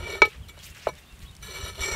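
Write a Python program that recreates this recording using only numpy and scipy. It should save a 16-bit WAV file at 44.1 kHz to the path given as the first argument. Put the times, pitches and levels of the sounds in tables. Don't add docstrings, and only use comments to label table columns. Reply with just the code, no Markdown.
import sys
import numpy as np
from scipy import signal
from scipy.io import wavfile
from scipy.ndimage import uniform_filter1d

SR = 44100
rng = np.random.default_rng(int(sys.argv[2]) if len(sys.argv) > 2 else 0)


def wav_out(sig):
    wavfile.write(sys.argv[1], SR, np.round(np.clip(np.atleast_2d(sig).T, -1, 1) * 32767).astype(np.int16))


def linear_from_db(decibels):
    return 10 ** (np.asarray(decibels, float) / 20)


N = 85995
T = np.arange(N) / SR

# pitch in Hz, level in dB, time to fall 60 dB in seconds,
# pitch rise in % when the rim carries the lid's weight.
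BODY_MODES = [(383.3, -4.5, 0.073, 1.5), (460, -12.5, 0.097, 0.3), (599, -9, 0.029, -3),
              (914, -9.5, 0.057, 11), (985, -13, 0.047, 6), (1270.5, -6, 0.12, 4), (1807, -9.5, 0.25, -5),
              (1824, -14.5, 0.057, -1.5), (2273, -0.5, 0.15, 1.1), (2870, -6.5, 0.085, 2),
              (3460, -8, 0.08, 0.3), (3772, -5.5, 0.073, 2.2), (4230, -3.5, 0.04, 0.5),
              (4306, -18, 0.064, 2)]
# pitch in Hz, level when dragged in dB, level when knocked in dB,
# time to fall 60 dB in seconds, pitch rise under the lid's weight in %.
RIM_MODES = [(4790, -24, -47.5, 0.11, 1.2), (5400, -20.5, -50, 0.055, .1), (5750, -6, -27.5, 0.072, 2.4),
             (5930, -16, -40.5, 0.12, 0.8), (7170, -18, -35, 0.097, .2), (7534, -11, -56, 0.055, 0.58),
             (8050, -21.5, -56, 0.08, .1), (9020, -18, -51.5, 0.062, .5), (9465, -11, -50, 0.026, 0.52),
             (11600, -14.5, -59, 0.072, 1.1), (11300, -21, -60, .05, 0.74), (13100, -20.5, -67.5, .05, .5),
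             (14600, -22.5, -59, .03, .5), (15400, -38, -68, .04, .5)]
# pitch in Hz, level in dB.
WALL_MODES = [(1390, -7.5), (1920, -11.5), (3050, -8.5), (5560, -15.5), (6100, -28), (7350, -56),
              (14950, -42.5)]
WALL_T60_S = 0.044

# time in seconds, level in dB, brightness in dB per octave,
# extra weight on the pot's belly in dB.
DRAG_OFF = [(0, -41, -2.3, 1.7), (.05, -42, -1.5, 6), (.1, -36.5, -0.5, 7), (.15, -38.5, -1.5, 2),
            (.175, -42, -1.5, 4.5), (.21, -50.5, -2, 5)]
# time in seconds, level in dB, brightness in dB per octave,
# extra weight on the pot's belly in dB.
DRAG_ON = [(1.412, -59, 3, -8), (1.428, -47, 2.5, -3), (1.5, -43.5, 0.5, 1), (1.56, -37.5, 0.1, 2),
           (1.695, -39.5, 1.1, 2), (1.73, -51, 1.5, -3), (1.785, -41, 0, 8.5), (1.825, -32.5, 1, -1),
           (1.868, -34.5, -0.5, 0.5), (1.91, -31.5, -1, 2.5), (1.95, -34.5, -1.3, 0)]
# start in seconds, level in dB, brightness in dB per octave.
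TOUCHES = [(0.253, -36, 1.5), (0.483, -47.5, 4), (0.491, -46.5, 2), (0.569, -47.5, 1), (0.8689, -35.5, -1),
           (0.8841, -38, 2), (1.4243, -43.5, 1.5)]
# time in seconds, load (1 gives the pitch rises listed with the
LID_LOAD = [(0, .25), (.2, .2), (1.42, 1.3), (1.55, 0.9), (1.7, .6), (1.8, .1), (1.95, .05)]
# frequency in Hz, level in dB per Hz.
GRIND_SPECTRUM = [(150, -44), (250, -19.5), (1640, 0), (2280, -26), (2570, 3), (5790, -10), (15500, -25.5)]
# lowest Hz, highest Hz, change in dB.
BITES = [(2600, 4000, -3.5), (5200, 6400, 6.5), (7250, 7800, 9.5)]
# start in seconds, length in seconds, level in dB.
SINGS = [(0.042, 0.045, -33.5), (0.094, 0.022, -38), (0.113, 0.053, -31), (1.82, 0.047, -28),
         (1.882, 0.039, -28), (1.92, .05, -29)]
BITE_S, TOUCH_S = 1.805, 0.0045
BELLY_HZ = 700
SKIRT_DB, SKIRT_SHARE = -6, 0.3
RADIATES_HZ = 350

# time in seconds, level in dB, brightness in dB per octave, crack level in dB.
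KNOCKS = [
    (0.2188, 0, -0.35, -15.5),
    (.2515, -28.5, 3.5, -26.5),
]
# pitch in Hz, level in dB, time to fall 60 dB in seconds.
FREE_MODES = [(409, -4, 0.03), (472, -15.5, 0.064), (604, -10, 0.031), (847, -19, 0.12), (950, -7, .025),
              (1281, -11, 0.098), (1512, -4, 0.013), (1764, -26, 0.15), (2276, -2.5, .11),
              (2540, -28, 0.0089), (2860, -32, 0.13), (3450, -18.5, .035), (3750, -33, 0.16),
              (4168, -17, 0.067)]
# time in seconds, level in dB.
THUMPS = [
    (.2515, -22),
    (0.2733, -25.5),
]
THUMP_HZ, THUMP_T60_S = 427, 0.037
CRACK_HZ, CRACK_S = 3240, 0.0015
RATTLE_DB, RATTLE_S = -14, 0.019
SETTLE_S, SETTLE_FOR_S, SETTLE_DB_PER_S = 0.25, 0.3, 130
KNOCK_CONTACT_HZ, PAT_CONTACT_HZ = 4800, 1600

# time in seconds, level in dB, brightness in dB per octave.
PATS = [(.576, -39, -2.2), (.8694, -15, -1.3), (.8709, -8.5, -0.72), (.8885, -24, 3.1), (.8945, -30.5, 7.5)]
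# pitch in Hz, level in dB, time to fall 60 dB in seconds.
PAT_MODES = [(460, -6, 0.018), (628, 7.7, 0.014), (600, -33, 0.36), (871, -9, 0.078), (1000, 0, 0.027),
             (1270, -20, 0.086), (1500, -18.5, 0.053), (2266, -7, 0.15)]

# time in seconds, level in dB, brightness in dB per octave.
LEAVES = [(.28, -53.5, 5), (.35, -50, -3.0), (.4, -75.5, -9.5), (.55, -71, -10.5), (.6, -52, 1.5),
          (.656, -47, 6), (.7, -52.5, 6), (.735, -61, 1), (.76, -48, 1.5), (.86, -48, 0), (.92, -71.5, -13),
          (.985, -52.5, 4), (1.05, -65.5, 1.5), (1.18, -64, 3.5), (1.23, -51.5, 5), (1.42, -99, 3)]
# frequency in Hz, level in dB per Hz.
LEAF_SPECTRUM = [(290, -42), (500, -8.5), (954, -13), (1060, -8.5), (2230, 1), (15500, -26.5)]
CRINKLES_PER_S, CRINKLE_SHARE = 430, 0.36
# time in seconds, peak level in dB.
TICKS = [(0.5901, -37.5), (0.7483, -39), (0.9398, -46), (0.9527, -38), (1.125, -44), (1.1922, -41.5),
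         (1.3117, -40), (1.351, -36), (1.366, -35.5)]
TICK_HZ, TICK_S = 6500, 0.0019

# start in seconds, length in seconds, level in dB, first pitch in Hz, last pitch in Hz.
CHIRPS = [(.418, .045, -61, 3500, 2720), (.567, .028, -58, 2900, 3050), (.594, .016, -56, 3350, 3250),
          (.714, .03, -60, 2750, 2650), (.98, .012, -58, 3650, 3600), (1.052, .06, -66, 3450, 3700),
          (1.01, .04, -68, 2700, 2800), (1.1, .035, -58, 2720, 2700), (1.17, .18, -70, 1125, 1080),
          (1.246, .014, -59, 2900, 3050), (1.26, .016, -58, 3250, 3500), (1.275, .028, -56, 3850, 3650),
          (1.322, .026, -59, 3030, 3000)]

# frequency in Hz, level in dB per Hz.
RUMBLE_SPECTRUM = [(22, -6), (37, -2.5), (60, 3.5), (113, -3.5), (162, -5), (400, -29.5)]
# time in seconds, level in dB.
GUST = [(0.0, -45.5), (0.2, -56.5), (0.216, -42.5), (0.314, -63.5), (0.406, -47.5), (0.456, -55.5),
        (0.846, -60), (0.868, -46.5), (1.01, -64), (1.248, -50), (1.336, -62), (1.498, -48.5),
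        (1.52, -62.5), (1.606, -49), (1.77, -55.5), (1.814, -44.5), (1.91, -52), (1.95, -41)]
# time in seconds, level in dB.
PUFFS = [(0.006, -28), (0.036, -28.5), (0.104, -45), (0.226, -54), (0.413, -35), (0.712, -34),
         (1.137, -36.5), (1.24, -32.5), (1.308, -34.5), (1.435, -36), (1.501, -37.5), (1.638, -26.5),
         (1.719, -37.5), (1.812, -26), (1.93, -29)]
RUMBLE_DB, GUST_FOLLOWS = -49.5, 0.78
PUFF_HZ, PUFF_S = 63, 0.0071
# frequency in Hz, level in dB per Hz.
AIR_SPECTRUM = [(120, -86), (200, -9), (345, -5.5), (812, -8.5), (3480, -10.5), (4920, -18), (9310, -17.5),
                (15500, -25.5)]
AIR_DB = -58.5


def rms_one(x):
    return x / np.sqrt(np.mean(x ** 2) + 1e-20)


def in_time(rows):
    s, *columns = np.transpose(rows)
    inside = 1.0 * (T >= s[0]) * (T <= s[-1])
    return [uniform_filter1d(inside, size=300)] + [np.interp(T, s, c) for c in columns]


def drift(rate_hz):
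    r = np.exp(-2 * np.pi * rate_hz / SR)
    noise = rng.standard_normal(N + SR)
    return rms_one(signal.lfilter([1], [1, -2 * r, r * r], noise)[SR:])


def filtered(x, order, hz, kind="low"):
    return signal.sosfilt(signal.butter(order, hz, kind, fs=SR, output="sos"), x)


def clicks_at(s, sizes):
    out = np.zeros(N)
    out[(np.asarray(s) * SR).astype(int)] = sizes
    return out


def grains(rate, spread_db):
    sizes = linear_from_db(spread_db * np.minimum(rng.exponential(1, N), 4)) * rng.choice([-1, 1], N)
    return rms_one(sizes * (rng.random(N) < rate / SR))


def ring(clicks, hz, t60):
    r, w = linear_from_db(-60 / (t60 * SR)), 2 * np.pi * hz / SR
    return signal.lfilter([0, np.sin(w)], [1, -2 * r * np.cos(w), r * r], clicks + 1e-18)


def ring_moving(clicks, turn, t60):
    decay = linear_from_db(-60 / (t60 * SR))
    return (signal.lfilter([1], [1, -decay], clicks / turn + 1e-18) * turn).imag


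def coloured(source, spectrum, patchy_db, patch_hz, tilt_db=0):
    hz, db = np.transpose(spectrum)
    edges = np.geomspace(hz[0], hz[-1] * 1.2, int(2.5 * np.log2(hz[-1] / hz[0])) + 1)
    out, power = 0, 0
    for k, (low, high) in enumerate(zip(edges, edges[1:])):
        mid = np.sqrt(low * high)
        band = filtered(source, 2, [low, high], "band") * (-1) ** k
        band = band * linear_from_db(np.interp(np.log(mid), np.log(hz), db))
        power += np.mean(band ** 2)
        out = out + band * linear_from_db(patchy_db * drift(patch_hz) + tilt_db * np.log2(mid / 3000))
    return out / np.sqrt(power)


def radiated(x):
    return filtered(x, 6, RADIATES_HZ, "high")


def drag_push():
    off, off_db, off_tilt, off_belly = in_time(DRAG_OFF)
    on, on_db, on_tilt, on_belly = in_time(DRAG_ON)
    stutter = linear_from_db(0.5 * drift(37.7))
    push = (off * linear_from_db(off_db) + on * linear_from_db(on_db)) * stutter + 1e-9
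    weighted_tilt = push * np.where(T < 1, off_tilt, on_tilt)
    for s, db, bright_db in TOUCHES:
        u = np.clip((T - s) / TOUCH_S, 0, 50)
        burst = 2 * linear_from_db(db) * np.sqrt(u) * np.exp(-u)
        push = push + burst
        weighted_tilt = weighted_tilt + burst * bright_db
    return push, weighted_tilt / push, np.where(T < 1, off_belly, on_belly)


def drag():
    push, tilt_db, belly_db = drag_push()
    grit = grains(rate=2700, spread_db=3.5)
    grind = coloured(grit, GRIND_SPECTRUM, patchy_db=0.5, patch_hz=13, tilt_db=tilt_db)
    out = linear_from_db(-17) * push * grind
    load, waver = in_time(LID_LOAD)[1], 0.0032 * drift(14.7)
    rim = [(hz, db, t60, rise) for hz, db, _, t60, rise in RIM_MODES]
    walls = [(hz, db, WALL_T60_S, 0) for hz, db in WALL_MODES]
    for hz, db, t60, rise in list(BODY_MODES) + rim + walls:
        pitch = hz * (1 + rise / 100 * load + np.roll(waver, int(hz)))
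        turn = np.exp(2j * np.pi * np.cumsum(pitch) / SR)
        bite_db = sum(change for low, high, change in BITES if low < hz < high)
        level_db = db - 6.0 + tilt_db * np.log2(hz / 2300) + belly_db * (hz < BELLY_HZ)
        level_db = level_db + (T > BITE_S) * bite_db + 1.7 * drift(20)
        own = grit * push * linear_from_db(level_db)
        for gain, t in (1, t60), (linear_from_db(SKIRT_DB), t60 * SKIRT_SHARE):
            even = np.sqrt(4 * np.log(1000) / (t * SR))
            out += gain * ring_moving(own * rng.choice([-1, 1], N), turn, t) * even
    return radiated(out)


def singing():
    hz = BODY_MODES[8][0]
    swell = sum(linear_from_db(db) * np.sin(np.pi * np.clip((T - s) / length, 0, 1)) for s, length, db in SINGS)
    swell = swell * linear_from_db(2.5 * drift(30))
    return swell * np.sin(2 * np.pi * np.cumsum(hz + 25 * drift(25)) / SR)


def crack(s, crack_db):
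    hits, fade = clicks_at(s, linear_from_db(crack_db)), 0
    for db, seconds in (0, CRACK_S), (RATTLE_DB, RATTLE_S):
        fade = fade + linear_from_db(db) * signal.lfilter([1], [1, -np.exp(-1 / (seconds * SR))], hits)
    noise = filtered(rng.standard_normal(N), 2, [CRACK_HZ * 0.73, CRACK_HZ * 1.25], "band")
    return fade * rms_one(noise)


def knocks():
    s, db, tilt_db, crack_db = np.transpose(KNOCKS)
    rim = [(hz, knocked_db, t60) for hz, _, knocked_db, t60, _ in RIM_MODES]
    out = 0
    for k, (hz, mode_db, t60) in enumerate(list(FREE_MODES) + rim):
        blows = clicks_at(s, linear_from_db(db + mode_db + tilt_db * np.log2(hz / 2300)))
        out = out + (-1) ** k * ring(blows, hz, t60)
    out = out + crack(s, crack_db)
    settling = np.clip(T - SETTLE_S, 0, None) * (T < SETTLE_S + SETTLE_FOR_S)
    out = out * linear_from_db(-SETTLE_DB_PER_S * settling)
    thump_s, thump_db = np.transpose(THUMPS)
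    out = out + ring(clicks_at(thump_s, linear_from_db(thump_db)), THUMP_HZ, THUMP_T60_S)
    return radiated(filtered(out, 2, KNOCK_CONTACT_HZ))


def pats():
    s, db, tilt_db = np.transpose(PATS)
    out = 0
    for hz, mode_db, t60 in PAT_MODES:
        pushes = clicks_at(s, linear_from_db(db + mode_db + tilt_db * np.log2(hz / 500)))
        out = out + ring(pushes, hz, t60)
    return radiated(linear_from_db(-7) * filtered(out, 2, PAT_CONTACT_HZ))


def leaves():
    on, db, tilt_db = in_time(LEAVES)
    crinkles = grains(CRINKLES_PER_S * linear_from_db(1.7 * drift(37)), spread_db=0.0)
    source = CRINKLE_SHARE * crinkles + (1 - CRINKLE_SHARE) * rng.standard_normal(N)
    return on * linear_from_db(db - 2.1) * coloured(source, LEAF_SPECTRUM, patchy_db=3.5, patch_hz=30, tilt_db=tilt_db)


def ticks():
    out = np.zeros(N + SR)
    fade = np.exp(-np.arange(600) / SR / TICK_S)
    for s, db in TICKS:
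        burst = rng.standard_normal(600) * fade
        snap = filtered(burst, 2, [TICK_HZ * 0.36, TICK_HZ * 1.45], "band")
        out[int(s * SR):][:600] += linear_from_db(db - 2.0) * snap
    return out[:N]


def birds():
    out = np.zeros(N)
    for s, length, db, first_hz, last_hz in CHIRPS:
        u = np.clip((T - s) / length, 0, 1)
        swell = np.sqrt(np.abs(np.sin(np.pi * u))) * (u < 1)
        pitch = first_hz + (last_hz - first_hz) * u
        out += linear_from_db(db + 6) * swell * np.sin(2 * np.pi * np.cumsum(pitch) / SR)
    trees = rng.standard_normal(4000) * np.exp(-np.arange(4000) / SR / 0.03)
    return out * linear_from_db(2.5 * drift(70)) + linear_from_db(-34) * signal.fftconvolve(out, trees)[:N]


def flames():
    gust_db = in_time(GUST)[1]
    rumble = coloured(rng.standard_normal(N), RUMBLE_SPECTRUM, patchy_db=0.5, patch_hz=2.7)
    out = linear_from_db(RUMBLE_DB + GUST_FOLLOWS * (gust_db - gust_db.mean())) * rumble
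    for s, db in PUFFS:
        pitch, phase = rng.random(2)
        hz = PUFF_HZ * (0.85 + 0.4 * pitch)
        swell = np.exp(-((T - s) / PUFF_S) ** 2 / 2)
        out += linear_from_db(db - 1.4) * swell * np.cos(2 * np.pi * (hz * (T - s) + phase))
    return out


def open_air():
    return linear_from_db(AIR_DB) * coloured(rng.standard_normal(N), AIR_SPECTRUM, patchy_db=-0.7, patch_hz=9.1)


def scene():
    air = open_air()
    pot = drag() + singing() + knocks() + pats()
    around = leaves() + ticks() + birds() + flames()
    return (pot + around + air)[None]


def band_limit(x):
    return signal.sosfilt(signal.butter(12, 16500, fs=SR, output="sos"), x)


def record(dry):
    top = 1.1
    rounded = top * np.tanh(dry / top)
    mix = signal.sosfilt(signal.ellip(10, 0.5, 60, 15700, fs=SR, output="sos"), rounded)
    return band_limit(mix)


dry = scene()
out = record(dry)
wav_out(out)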